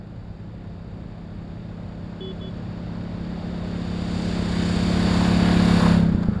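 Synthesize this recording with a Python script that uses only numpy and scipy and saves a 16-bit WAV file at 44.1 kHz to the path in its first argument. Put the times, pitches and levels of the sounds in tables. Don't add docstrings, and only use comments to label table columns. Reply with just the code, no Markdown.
import sys
import numpy as np
from scipy import signal
from scipy.fft import rfft, irfft, next_fast_len
from scipy.io import wavfile
from scipy.ndimage import map_coordinates

SR = 44100
rng = np.random.default_rng(int(sys.argv[2]) if len(sys.argv) > 2 else 0)


def wav_record(signal):
    frames = np.transpose(np.atleast_2d(signal))
    bounded = np.clip(frames, -1, 1)
    quanta = np.round(bounded * 32767).astype(np.int16)
    wavfile.write(sys.argv[1], SR, quanta)


N = 282240
TIME = np.arange(N) / SR


def amp(db):
    return 10 ** (np.asarray(db) / 20)


def unit(x):
    return x / np.sqrt(np.mean(x ** 2) + 1e-20)


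def edge(x):
    return .5 + .5 * np.tanh(x / 2)


def bell(x, centre, width):
    return np.exp(-((x - centre) / width) ** 2)


def wobble(rate):
    return map_coordinates(rng.standard_normal(int(N * rate / SR) + 4), [np.arange(N) * rate / SR])


def eq_gain(curve, hz):
    points_hz, db = np.transpose(curve)
    return amp(np.interp(np.log(hz + 1), np.log(points_hz + 1), db))


def filtered(x, response):
    size = next_fast_len(N + SR // 2)
    return irfft(rfft(x, size) * response(np.fft.rfftfreq(size, 1 / SR)), size)[:N]


def coloured(x, curve):
    return unit(filtered(x, lambda hz: eq_gain(curve, hz)))


def patchy_noise(curve, patchy_db):
    bins = signal.stft(rng.standard_normal(N), nperseg=1024)[2]
    blur = np.outer(np.hanning(9), np.hanning(15))
    patches = unit(signal.fftconvolve(rng.standard_normal(bins.shape), blur, "same"))
    return coloured(signal.istft(bins * amp(patchy_db * patches), nperseg=1024)[1][:N], curve)


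def ringing(x, curve, size=8192):
    cepstrum = irfft(np.log(eq_gain(curve, np.fft.rfftfreq(size, 1 / SR))))
    cepstrum[1:size // 2] *= 2
    cepstrum[size // 2:] = 0
    return unit(signal.fftconvolve(x, irfft(np.exp(rfft(cepstrum))))[:N])


def pulses(times, db, scatter_db):
    size = amp(db + scatter_db * rng.standard_normal(len(times)))
    return np.bincount(np.clip(np.round(times * SR).astype(int), 0, N - 1), size, N)


# (time of drawing level [s], distance from the microphone [m])
LEADER_PASS, TWIN_PASS, FOLLOWER_PASS = (5.2, 4.5), (5.86, 3.0), (7.75, 4.0)
SPEED_M_PER_S, SOUND_M_PER_S = 11.0, 343
CREST_M, CREST_EDGE_M = 16.9, 2.3
SHADOW_RAD, SHADOW_EDGE_RAD = 0.55, .13


def place(bike):
    level_s, offset_m = bike
    past_m = SPEED_M_PER_S * (TIME - level_s)
    return np.hypot(past_m, offset_m), np.arctan2(past_m, offset_m)


def pass_by(bike, fall_db, shadow_db, crest_db=0, near_m=7.01):
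    metres, bearing = place(bike)
    doublings = np.log2(np.hypot(metres * np.sin(bearing), near_m) / near_m)
    shaded = edge((bearing - SHADOW_RAD) / SHADOW_EDGE_RAD)
    hidden = edge((metres - CREST_M) / CREST_EDGE_M)
    return amp(-fall_db * doublings - shadow_db * shaded - crest_db * hidden)


def lobe(bike, db, aim_rad, width_rad):
    return amp(db * bell(place(bike)[1], aim_rad, width_rad))


def engine_cycles(bike, cycle_hz):
    stretch = 1 + SPEED_M_PER_S / SOUND_M_PER_S * np.sin(place(bike)[1])
    return np.cumsum(cycle_hz / stretch) / SR


def strokes(cycles, scatter_db):
    times = np.interp(np.arange(np.ceil(cycles[0]), cycles[-1]), cycles, TIME)
    return pulses(times, 0, scatter_db)


# (starting pitch [Hz], rise [Hz/s], rms level [dB])
FAR_DRONES = [(44, 1.4, -47.5), (60.7, .3, -49), (94.4, .6, -45.5), (108.9, 3.5, -45)]
# (frequency [Hz], relative level [dB])
RUMBLE_EQ = [(15, -17.5), (35, 5.5), (60, -1.5), (110, 6.5), (200, -6), (350, -13), (700, -17.5),
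             (2000, -55.5)]


def far_traffic():
    drone = np.zeros(N)
    for hz, rise, db in FAR_DRONES:
        peak = np.sqrt(2) * amp(db + 0.66 * wobble(2.2))
        drone += peak * np.sin(2 * np.pi * (hz + rise * TIME / 2) * TIME + 1.1 * wobble(6))
    return drone + amp(-40.5) * patchy_noise(RUMBLE_EQ, patchy_db=2)


# (frequency [Hz], relative level [dB])
LEADER_PIPE_EQ = [(20, -34), (30, -11.5), (59, 4.5), (88, 7.5), (118, -5.5), (150, -18), (240, -16),
                  (300, -2), (370, -11), (470, -10), (540, -12), (620, -30.5), (1500, -46), (3000, -64)]
LEADER_CYCLE_HZ = 28.685


def leader(cycles):
    exhaust = ringing(strokes(cycles, scatter_db=0), LEADER_PIPE_EQ)
    link_phase = 2 * np.pi * 160 * cycles
    chain = unit(wobble(450) * np.cos(link_phase) + wobble(450) * np.sin(link_phase))
    return (amp(-28) * pass_by(LEADER_PASS, fall_db=7, shadow_db=-1) * exhaust
            + amp(-52) * pass_by(LEADER_PASS, fall_db=1.5, shadow_db=13.5, crest_db=25.5) * chain)


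TWIN_CYCLE_HZ, TWIN_CLIMB_HZ_PER_S = 31.98, .397
ROLL_OFF_S, SETTLE_S, SAG_HZ, SAG_DB = 6.09, .5, 20, 6.5


def overrun():
    return 1 - np.exp(-np.maximum(TIME - ROLL_OFF_S, 0) / SETTLE_S)


def twin_revs(mid_throb_s=5.8285):
    cycles = engine_cycles(TWIN_PASS, TWIN_CYCLE_HZ + TWIN_CLIMB_HZ_PER_S * TIME - SAG_HZ * overrun())
    return cycles - cycles[round(mid_throb_s * SR)]


# (order [x cycle rate], relative level [dB])
TWIN_ORDERS = [(1, -14.5), (2, -10), (3, -6), (4, -15), (5, 1.73), (6, -1.3), (7, -7), (8, -18), (9, -13),
               (10, -13), (11, -17), (12, -22), (13, -17), (14, -21.5), (15, -20.5), (16, -33), (17, -20),
               (18, -21.5), (19, -28), (20, -21.5), (21, -36.5), (22, -43)]
# (time [s], depth [0-1])
TWIN_MISFIRES = [(3.418, 0.5), (5.807, 0.9), (6.155, 0.95), (6.292, 0.7)]


def twin_exhaust(cycles):
    note, rasp = np.zeros(N), np.zeros(N)
    orders, levels = np.transpose(TWIN_ORDERS)
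    pipe = np.sign(orders - 4.5) * amp(levels)
    revs = 1 - SAG_HZ * overrun() / TWIN_CYCLE_HZ
    for order in orders:
        gain = revs * np.interp(order * revs, orders, pipe)
        phase = 2 * np.pi * order * cycles + 0.021 * order * wobble(35)
        if order < 9:
            note += gain * np.cos(phase)
        else:
            rasp += gain * amp(-1) * np.cos(phase + rng.uniform(0, 2 * np.pi))
    gas_flow = 1 + .5 * np.cos(2 * np.pi * cycles + 1.63)
    softened = amp(-6.5 * edge(place(TWIN_PASS)[1] / 0.4))
    stumble = 1 - sum(depth * bell(TIME, at_s, 0.0087) for at_s, depth in TWIN_MISFIRES)
    effort = amp(-16 - SAG_DB * overrun() + 0.44 * wobble(35))
    mouth = lobe(TWIN_PASS, db=1.5, aim_rad=0.24, width_rad=0.53)
    swell = pass_by(TWIN_PASS, fall_db=9, shadow_db=2.2, near_m=9.84)
    return effort * mouth * swell * stumble * unit(note + gas_flow * softened * rasp)


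def valve_clatter(cycles, t60_s=0.15):
    t = TIME[:SR // 30]
    rattle = rng.standard_normal(len(t)) * amp(-60 * t / t60_s)
    return unit(signal.fftconvolve(strokes(cycles, scatter_db=2), rattle)[:N])


def asphalt_bounce(x, bike, engine_height_m=.8, mic_height_m=1.07, echo_gain=0.11):
    lag = SR * 2 * engine_height_m * mic_height_m / place(bike)[0] / SOUND_M_PER_S
    return unit(x + echo_gain * map_coordinates(x, [np.arange(N) - lag]))


# (frequency [Hz], relative level [dB])
ROAR_EQ = [(100, -21), (220, 6.5), (400, 1), (480, -1), (650, 0.5), (800, -1.5), (1000, -5), (1300, -8),
           (2000, -18.5), (5000, -38)]
RUSH_EQ = [(500, -8), (1100, -4), (1600, 0.5), (2300, -2.5), (3200, -6), (4600, -8.5), (7000, -18.5),
           (12000, -36)]
HISS_EQ = [(1500, -25), (3000, 1), (4600, 3), (7000, 1), (8000, 2.5), (9500, 0.5), (12000, -20),
           (15500, -21)]
SIZZLE_EQ = [(6000, -33), (9500, 8.5), (12000, -6.5), (15500, -6)]
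# (frequency [Hz], relative level [dB])
CRANKCASE_EQ = [(350, -39), (480, -5), (620, -10), (780, -9), (900, 0), (1010, 5), (1130, -4), (1300, -12),
                (2500, -41.5)]
# (time [s], half width [s], boost [dB])
HISS_SURGES = [(4.22, 0.14, 3), (4.67, 0.13, 2), (5.22, 0.077, 1.5), (5.74, .14, 2)]
ROAD_MIX = { "roar": (-35, -29.5, 7.5, 8.5, -0.4), "rush": (-38, -33, 9.5, 17.5, -0.66),
            "hiss": (-38, -37, 6.5, 22.5, 15), "sizzle": (-45, -39, 15, 26, 25),
            "growl": (-47.5, -40, 10.5, 16.5, -0.5), }
# (boost [dB], bearing [rad], width [rad])
FRONT_BEAM, SIDE_BEAM = (2.5, -1.01, 0.27), (12, 0, 0.31)


def road_noise(bike, cycles, fader_column):
    valves = valve_clatter(cycles)
    roar = amp(3) * patchy_noise(ROAR_EQ, patchy_db=0.5) + amp(-7.5) * coloured(valves, ROAR_EQ)
    rush = coloured(rng.standard_normal(N), RUSH_EQ) + amp(-7) * coloured(valves, RUSH_EQ)
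    surges = amp(sum(db * bell(TIME, at_s, width_s) for at_s, width_s, db in HISS_SURGES))
    flutter = 1 + .18 * np.cos(2 * np.pi * cycles)
    layers = {
        "roar": asphalt_bounce(roar, bike),
        "rush": lobe(bike, *FRONT_BEAM) * asphalt_bounce(rush, bike),
        "hiss": surges * flutter * patchy_noise(HISS_EQ, patchy_db=0.5),
        "sizzle": coloured(rng.standard_normal(N), SIZZLE_EQ),
        "growl": lobe(bike, *SIDE_BEAM) * coloured(valves, CRANKCASE_EQ),
    }
    return sum(amp(row[fader_column]) * pass_by(bike, *row[2:]) * layers[name]
               for name, row in ROAD_MIX.items())


# (start [s], end [s], fader [dB])
HORN_TOOTS = [(2.205, 2.321, -39.5), (2.408, 2.495, -42.8)]
# (harmonic [x pitch], relative level [dB])
HORN_HARMONICS = [(1, 4), (3, -29), (8, -11.5), (9, -4)]


def horn(pitch_hz=378.4, droop_db_per_s=34, attack_s=0.0035, release_s=0.0037):
    envelope = np.zeros(N)
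    for start, end, db in HORN_TOOTS:
        gate = np.clip((TIME - start) / attack_s, 0, 1) * np.clip((end - TIME) / release_s, 0, 1)
        envelope += gate * amp(db - droop_db_per_s * np.maximum(TIME - start, 0))
    phase = 2 * np.pi * pitch_hz * TIME + 0.024 * wobble(50)
    return envelope * np.sqrt(2) * sum(amp(db) * np.sin(k * phase) for k, db in HORN_HARMONICS)


def tree_echo(x, return_db=-16.5, t60_s=1.1, build_s=0.02):
    t = TIME[:SR]
    tail = rng.standard_normal(SR) * amp(-60 * t / t60_s) * (1 - np.exp(-t / build_s))
    return amp(return_db) * signal.fftconvolve(x, tail / np.linalg.norm(tail))[:N]


def engine_tones(cycles, orders, level_rate, phase_rate):
    return sum(amp(db + 2 * wobble(level_rate))
               * np.sin(2 * np.pi * order * cycles + .5 * wobble(phase_rate)) for order, db in orders)


# (order [x cycle rate], relative level [dB])
GEAR_ORDERS = [(20, 3.5), (28.4, -9), (43, 3.5), (47, -0.5), (60, -7), (66, -7.5), (81, -6.5)]


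def gear_whine(cycles):
    whine = engine_tones(cycles, GEAR_ORDERS, level_rate=6, phase_rate=12)
    swell = pass_by(TWIN_PASS, fall_db=9.5, shadow_db=15, crest_db=6)
    return amp(-42.5) * lobe(TWIN_PASS, *FRONT_BEAM) * swell * whine


# (order [x cycle rate], level before the beam [dB])
CRANKCASE_ORDERS = [(29, -48), (32, -50.5)]


def crankcase_ring(cycles):
    ring = engine_tones(cycles, CRANKCASE_ORDERS, level_rate=25, phase_rate=20)
    return lobe(TWIN_PASS, *SIDE_BEAM) * pass_by(TWIN_PASS, fall_db=15, shadow_db=20) * ring


# (time [s], nominal peak level [dB])
POP_HITS = [(6.148, -8.3), (6.286, -6.2)]
# (frequency [Hz], relative level [dB], decay to -60 dB [s])
POP_BODY = [(97, 7, 0.044), (199, 7, 0.062), (300, -4, 0.022), (430, -8, 0.02)]


def exhaust_pops(attack_s=.001):
    t = TIME[:SR // 4]
    thud = sum(amp(db - 60 * t / t60) * np.sin(2 * np.pi * hz * t) for hz, db, t60 in POP_BODY)
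    thud *= 1 - np.exp(-t / attack_s)
    times, levels = np.transpose(POP_HITS)
    return signal.fftconvolve(pulses(times, levels, scatter_db=1), thud / abs(thud).max())[:N]


# (time [s], level [dB])
GRIT_HITS = [(6.187, -48), (6.234, -33.5)]


def grit(half_width_s=0.0072):
    bursts = sum(amp(db) * bell(TIME, at_s, half_width_s) for at_s, db in GRIT_HITS)
    scratch_eq = [(200, -2), (700, 15), (2500, -9), (8000, -12.5), (14000, -22)]
    return bursts * coloured(rng.standard_normal(N), scratch_eq)


# (frequency [Hz], relative level [dB])
FOLLOWER_EQ = [(700, -21.5), (1050, -12), (1300, 5), (1600, 3), (1900, -12.5), (3000, -31.5)]


def follower():
    swell = pass_by(FOLLOWER_PASS, fall_db=10, shadow_db=0, crest_db=7)
    return amp(-30.5) * swell * patchy_noise(FOLLOWER_EQ, patchy_db=1.5)


def scene():
    leader_cycles, twin_cycles = engine_cycles(LEADER_PASS, LEADER_CYCLE_HZ), twin_revs()
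    toots = horn()
    bikes = twin_exhaust(twin_cycles) + gear_whine(twin_cycles) + crankcase_ring(twin_cycles)
    bikes += exhaust_pops() + leader(leader_cycles)
    bikes += road_noise(LEADER_PASS, leader_cycles, fader_column=0)
    bikes += road_noise(TWIN_PASS, twin_cycles, fader_column=1)
    bikes += follower()
    return (bikes + toots + tree_echo(toots) + grit() + far_traffic())[None]


# (frequency [Hz], gain [dB])
MIC_EQ = [(3000, -0.5), (3300, -0.5), (3650, 4), (4050, -2.5), (4550, 4.5), (5200, -4.5), (6200, -12),
          (6600, -9), (6950, -1), (7900, -10), (9500, -14), (12000, -15.5), (15000, -19.5)]
TOP_HZ = 15400


def record(dry):
    return filtered(dry[0], lambda hz: eq_gain(MIC_EQ, hz) * (hz < TOP_HZ))[None]


dry = scene()
out = record(dry)
wav_record(out)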